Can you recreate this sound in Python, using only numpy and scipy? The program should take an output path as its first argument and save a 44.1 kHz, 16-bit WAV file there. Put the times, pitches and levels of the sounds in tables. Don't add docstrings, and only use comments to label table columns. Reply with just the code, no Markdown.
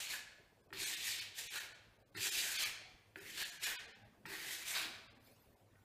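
import sys
import numpy as np
from scipy import signal
from scipy.fft import rfft, irfft
from scipy.io import wavfile
from scipy.ndimage import uniform_filter1d

SR = 44100
rng = np.random.default_rng(int(sys.argv[2]) if len(sys.argv) > 2 else 0)


def amp(db):
    return 10 ** (np.asarray(db, float) / 20)


def write(x):
    x = np.atleast_2d(x).T
    wavfile.write(sys.argv[1], SR, np.round(np.clip(x, -1, 1) * 32767).astype(np.int16))


N = 257524

# (frequency [Hz], spectral level [dB/Hz])
AIR = [(20, -23), (45, -6.5), (200, -12), (300, -12.5), (600, -12.5), (1400, -26), (7000, -35.5),
       (16000, -37.5)]
# (middle [s], width [s], level [dB])
HUM_SWELLS = [(.76, 0.079, -71), (1.2, 0.19, -75), (1.929, 0.21, -78), (2.19, 0.025, -59.5),
              (2.75, 0.12, -73.5), (3.18, 0.24, -77), (4.052, 0.041, -69), (5.03, 0.082, -71),
              (5.3, 0.14, -73.5), (5.63, 0.026, -72), (5.74, 0.067, -69)]
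# (middle [s], width [s], level [dB], frequency [Hz])
THUDS = [(1.49, 0.086, -70, 450), (2.9, .12, -72.5, 750), (3.9, 0.05, -70.5, 440), (3.95, .12, -72, 800),
         (4.08, .1, -76, 620), (4.1, 0.18, -73.5, 217), (4.275, 0.026, -66, 168.4),
         (4.86, 0.069, -61.5, 325), (5.1, 0.34, -75.5, 237), (5.78, .05, -79, 1480)]
# (frequency [Hz], t60 [s])
ROOM_T60 = [(250, 0.94), (1000, 0.98), (2500, 0.77), (5000, 0.69), (9000, 0.46), (14000, 0.24)]
# (time [s], level [dB])
BRUSH = [
    (5.15, -93),
    (5.27, -64.5),
    (5.34, -73),
    (5.52, -77),
    (5.7, -94),
    (5.84, -83),
]
# (frequency [Hz], spectral level [dB/Hz])
RUSTLE = [(500, -8.5), (2500, 4), (6000, -2), (10000, -3.5), (15000, -0.5)]
# (time [s], tick peak [dB], knock level [dB])
LANDINGS = [
    (0.705, -51.5, -51),
    (.727, -37, -61),
    (1.034, -46, -72.5),
    (2.15, -42.5, -51),
    (3.158, -37, -61),
    (4.254, -39, -57),
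    (4.317, -43.5, -56),
    (5.755, -60, -82.5),
]
# (frequency [Hz], level [dB], t60 [s])
TICK_MODES = [(900, -12, .03), (1350, -8, .022), (1850, 0, .018), (2400, -4, .014), (3250, -8, .008),
              (4400, -14, .005), (7000, -19, .003)]
# (frequency [Hz], width [Hz], level [dB])
WALL_MODES = [(141.2, 180, -7), (201, 60, -18.5), (325.3, 43, -2), (390.3, 58, -0.5), (476, 160, -8)]
# (frequency [Hz], level [dB])
BLADE = [(400, -9.5), (700, -1.5), (950, -5.5), (1200, -11), (1600, 1.5), (2000, -3), (2800, -3),
         (4000, -5.5)]
# (frequency [Hz], spectral level [dB/Hz])
SCRATCH = [(1500, -46), (2300, 0.5), (3000, 1), (4300, 0), (5200, -5.5), (6500, -26), (9000, -91)]
# (frequency [Hz], spectral level [dB/Hz])
HISS = [(2500, -32), (5000, -8.5), (6000, 2), (7300, 5.5), (10000, -2.5), (13000, -2), (16000, -18)]
# (time [s], drag [dB], slide speed [0-1], blade lean [0-1])
PULLS = [
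    [(.725, -40, 0, 0.3), (.753, -46.5, 0.3, 0.2), (.8, -42.5, 0.87, 0.4), (.879, -44, 1, 0.6),
     (.995, -48, 0.82, 0.3), (1.077, -42.5, 1, 0.42), (1.15, -46, 0.93, 0.3), (1.21, -42.5, 0.57, .3),
     (1.33, -67.5, 0.2, 0.2)],
    [(2.145, -76.5, .1, 0.2), (2.16, -42.5, 0, 0.6), (2.215, -43, 1, 0.28), (2.27, -39, 1, 0.5),
     (2.305, -46, 1, .5), (2.4, -39.5, 1, 0.28), (2.46, -44.5, 1, 0.8), (2.55, -45.5, 1, 0.7)],
    [(3.155, -55.5, 0.1, 0.5), (3.197, -55.5, 0, 0.8), (3.3, -50, .8, 0.6), (3.335, -53, 0.8, .5),
     (3.415, -37.5, 0.61, .45), (3.48, -55, 1, 0.7), (3.58, -65, 1, .45)],
    [(4.255, -47, 0, 0.48), (4.33, -45, 0.3, 0.6), (4.481, -45.5, 0.74, 0.59), (4.535, -44.5, 0.96, .65),
     (4.58, -49.5, 0.7, .75), (4.64, -49.5, .7, 0.7)],
]
# (time [s], drag [dB], slide speed [0-1], blade lean [0-1])
WIPES = [
    [(0, -44, 0.97, 0.6), (.074, -50.5, 0.9, .3), (.135, -39, 0.76, 0.57), (.21, -60.5, 0.8, 0.7)],
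    [(1.34, -68.5, 1, 0), (1.39, -43, 1, 0.5), (1.43, -53.5, 1, .45), (1.5, -54, 0.9, 0.6),
     (1.572, -39, 0.6, 0.5), (1.61, -46.5, 0.5, .6), (1.67, -52, 0.1, 0.5)],
    [(2.54, -43, 0.8, 0.2), (2.638, -36, 0.83, 0.5), (2.68, -48, .5, 1), (2.74, -60.5, .6, 1)],
    [(3.59, -63, .5, 0.5), (3.64, -36, 0.8, 0.4), (3.72, -42, 0.62, 0.8), (3.77, -50.5, .2, 0),
     (3.8, -51, .3, 0.1)],
    [(4.63, -57.5, 0.7, .4), (4.685, -41, 0.99, 0.7), (4.732, -48, 1, 0.8), (4.755, -35.5, 0.6, 0.3),
     (4.8, -38.5, .6, .55), (4.845, -40, .4, 0.2), (4.92, -57, 0.3, 0.4), (5.08, -73, 0.2, 0.3)],
]
PULL_RING_HZ = [1913, 1850, 1760, 1893]
WIPE_RING_HZ = [2000, 1910, 2230, 2030, 1940]
WIPE_FLEX_DB = [-26.5, -30.5, -27, -31, -23.5]
# (middle [s], frames in a row, lines kept)
STARVED = [(.627, 1, 20), (.682, 1, 24), (.853, 1, 16), (.961, 1, 14), (1.205, 1, 16), (1.49, 2, 14),
           (1.593, 1, 14), (1.738, 1, 14), (1.982, 1, 24), (2.045, 2, 20), (2.112, 1, 18), (2.161, 1, 24),
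           (2.305, 1, 8), (2.58, 1, 14), (2.646, 1, 16), (3.198, 1, 20), (3.443, 1, 14), (3.509, 1, 16),
           (3.592, 1, 14), (3.656, 1, 14), (3.777, 2, 9), (3.87, 1, 16), (3.937, 2, 20), (4.04, 1, 20),
           (4.276, 1, 24), (5.087, 2, 18), (5.142, 1, 22), (5.193, 1, 24), (5.555, 1, 24)]

AIR_DB, HUM_DB, ROOM_DB = -71, -85, -6.5
RING_DB, SCRATCH_DB, HISS_DB = -7.5, -4, -4
SCRATCH_SLOW_DB, HISS_SLOW_DB = -14, -34
BEND_HZ_PER_DB, FIRM_DB = 16, -46
LEAN_DB = 14.5
FLEX_HZ, FLEX_SLOW_DB = 1317, 12.5
THRUM_DB = -36
SEATING_DB, SEATING_DB_PER_S = -59.5, -65.5
FRAME = 768
EDGE_HZ = 15400


def evened(x):
    return x / np.sqrt(np.mean(x ** 2) + 1e-20)


def smooth_noise(n, *sizes):
    x = rng.standard_normal(n)
    for size in sizes:
        x = uniform_filter1d(x, size=size)
    return evened(x)


def read(points, hz):
    f, value = np.transpose(points)
    return np.interp(np.log(hz + 1), np.log(f + 1), value)


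def add(mix, s, sound):
    part = mix[round(s * SR):][:len(sound)]
    part += sound[:len(part)]


def coloured(x, points, patchy_db):
    hz, t, z = signal.stft(x, SR, nperseg=512, noverlap=384)
    patches = rng.standard_normal((len(hz), len(t)))
    patches = uniform_filter1d(patches, size=5, axis=0)
    patches = evened(uniform_filter1d(patches, size=12, axis=1))
    gain = amp(read(points, hz)[:, None] + patchy_db * patches)
    out = signal.istft(z * gain, nperseg=512, noverlap=384)[1]
    return evened(out[:len(x)])


def resonate(x, hz, width):
    turn = np.exp(2j * np.pi * np.cumsum(hz * np.ones(len(x))) / SR)
    r = np.exp(-np.pi * width / SR)
    smoothed = signal.lfilter([1 - r], [1, -r], x / turn + 1e-18)
    return 2 * (turn * smoothed).real


def ring(x, modes):
    out = np.zeros(len(x))
    for hz, width, db in modes:
        out += amp(db) * evened(resonate(resonate(x, hz, width), hz, width))
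    return evened(out)


def bumps(events):
    t = np.arange(N) / SR
    return sum(amp(db) * np.exp(-((t - s) / width) ** 2) for s, width, db in events)


def air():
    spectrum = rfft(rng.standard_normal(N)) * amp(read(AIR, np.fft.rfftfreq(N, 1 / SR)))
    drift = coloured(irfft(spectrum, N), [(20, 0), (20000, 0)], patchy_db=3.0)
    hum = ring(rng.standard_normal(N), [(103.2, 24, 0)])
    out = amp(AIR_DB) * drift + (amp(HUM_DB) + bumps(HUM_SWELLS)) * hum
    for s, width, db, hz in THUDS:
        out += bumps([(s, width, db)]) * evened(resonate(drift, hz, 30))
    return out


def room(x):
    out = np.zeros(N)
    at = np.arange(300, SR - 20, 20)
    for place in range(3):
        taps = np.zeros(SR)
        taps[at + rng.integers(0, 20, len(at))] = rng.choice([-1., 1.], len(at))
        hz, t, z = signal.stft(taps, SR, nperseg=256)
        decay = amp(-60 * t / read(ROOM_T60, hz)[:, None])
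        tail = signal.istft(z * decay, SR, nperseg=256)[1]
        share = np.sqrt(2 / 3) * np.cos(2 * np.pi * (2.5 * np.arange(N) / SR + place / 3))
        out += signal.fftconvolve(x * share, tail / np.linalg.norm(tail))[:N]
    return out


def brush():
    level_db = np.interp(np.arange(N) / SR, *np.transpose(BRUSH), left=-200)
    return amp(level_db) * coloured(rng.standard_normal(N), RUSTLE, patchy_db=6.0)


def landing(peak_db, wall_db):
    t = np.arange(9000) / SR
    tick = np.zeros(len(t))
    for hz, db, t60 in TICK_MODES:
        tick += amp(db - 60 * t / t60) * np.sin(2 * np.pi * (hz * t + rng.random()))
    tick *= 1.2 + smooth_noise(len(t), 40, 40)
    tick *= 1 - np.exp(-t / 0.0014)
    knock = np.zeros(len(t))
    for hz, width, db in WALL_MODES:
        knock += amp(db) * np.exp(-np.pi * width * .25 * t) * np.sin(2 * np.pi * hz * t)
    knock *= 1 - np.exp(-t / 0.015)
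    return amp(peak_db) * tick / abs(tick).max() + amp(wall_db) * knock


def grit(n, per_s, spread_db, paste):
    hit = rng.random(n) < per_s / SR
    size = np.minimum(rng.exponential(1, n), 2.4)
    grains = amp(spread_db * size) * rng.standard_normal(n) * hit
    return evened(grains) + paste * rng.standard_normal(n)


def stroke(rows, grip_hz, seating_db, flex_db, wander_hz, width):
    s, *columns = np.transpose(rows)
    t = np.arange(s[0], s[-1], 1 / SR)
    n = len(t)
    drag_db, speed, lean = (np.interp(t, s, c) for c in columns)
    slow = 1 - speed
    tilt_db = LEAN_DB * (lean - .5)
    drive = grit(n, per_s=7000, spread_db=1.8, paste=1.2)
    judder_db = 0.98 * smooth_noise(n, 500)
    wander = smooth_noise(n, 900, 900)

    ring_hz = grip_hz - BEND_HZ_PER_DB * (drag_db - FIRM_DB) + wander_hz * wander
    bent = resonate(drive, np.clip(ring_hz, 900, 2800), width) + .2 * drive
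    blade = amp(RING_DB + tilt_db) * coloured(bent, BLADE, patchy_db=2.2)
    tip = evened(resonate(resonate(drive, FLEX_HZ, 970), FLEX_HZ, 800))
    flex = amp(flex_db + FLEX_SLOW_DB * slow) * tip
    scratch_db = SCRATCH_DB + SCRATCH_SLOW_DB * slow - tilt_db
    scratch = amp(scratch_db) * coloured(drive, SCRATCH, patchy_db=2.4)
    hiss = amp(HISS_DB + HISS_SLOW_DB * slow) * coloured(drive, HISS, patchy_db=1.7)

    push = amp(drag_db + THRUM_DB) + amp(seating_db + SEATING_DB_PER_S * (t - s[0]))
    wall = push * ring(drive, WALL_MODES)
    knife = amp(drag_db + judder_db) * (blade + flex + scratch + hiss)
    return s[0], (knife + wall) * signal.windows.tukey(n, .04)


def scene():
    knife = np.zeros(N)
    for rows, hz in zip(PULLS, PULL_RING_HZ):
        add(knife, *stroke(rows, hz, SEATING_DB, flex_db=-31.5, wander_hz=89.7, width=300))
    for rows, hz, flex_db in zip(WIPES, WIPE_RING_HZ, WIPE_FLEX_DB):
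        add(knife, *stroke(rows, hz, seating_db=-86.5, flex_db=flex_db, wander_hz=230, width=490))
    for s, peak_db, wall_db in LANDINGS:
        add(knife, s, landing(peak_db, wall_db))
    mix = air() + amp(ROOM_DB) * room(knife) + brush() + knife
    return np.array([mix, mix])


def starve(x):
    n, k = np.arange(2 * FRAME), np.arange(FRAME)[:, None]
    basis = np.sqrt(2 / FRAME) * np.cos(np.pi / FRAME * (n + .5 + FRAME / 2) * (k + .5))
    basis = basis * signal.windows.cosine(2 * FRAME)
    out = x.copy()
    for s, frames, kept in STARVED:
        first = round(s * SR) - FRAME * (frames + 1) // 2
        for start in first + FRAME * np.arange(frames):
            lines = basis @ x[start:start + 2 * FRAME]
            masked = uniform_filter1d(lines ** 2, size=24) ** .22
            step = 2 * masked * np.sort(abs(lines / masked))[-kept]
            rounded = step * np.round(lines / step)
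            out[start:start + 2 * FRAME] += (rounded - lines) @ basis
    return out


def band_limit(x):
    return signal.sosfilt(signal.butter(12, 16180, fs=SR, output="sos"), x)


def record(dry):
    low_pass = signal.firwin(511, EDGE_HZ, window=("kaiser", 9), fs=SR)
    mono = starve(signal.oaconvolve(dry[0], low_pass, "same"))
    return band_limit(np.array([mono, mono]))


dry = scene()
out = record(dry)
write(out)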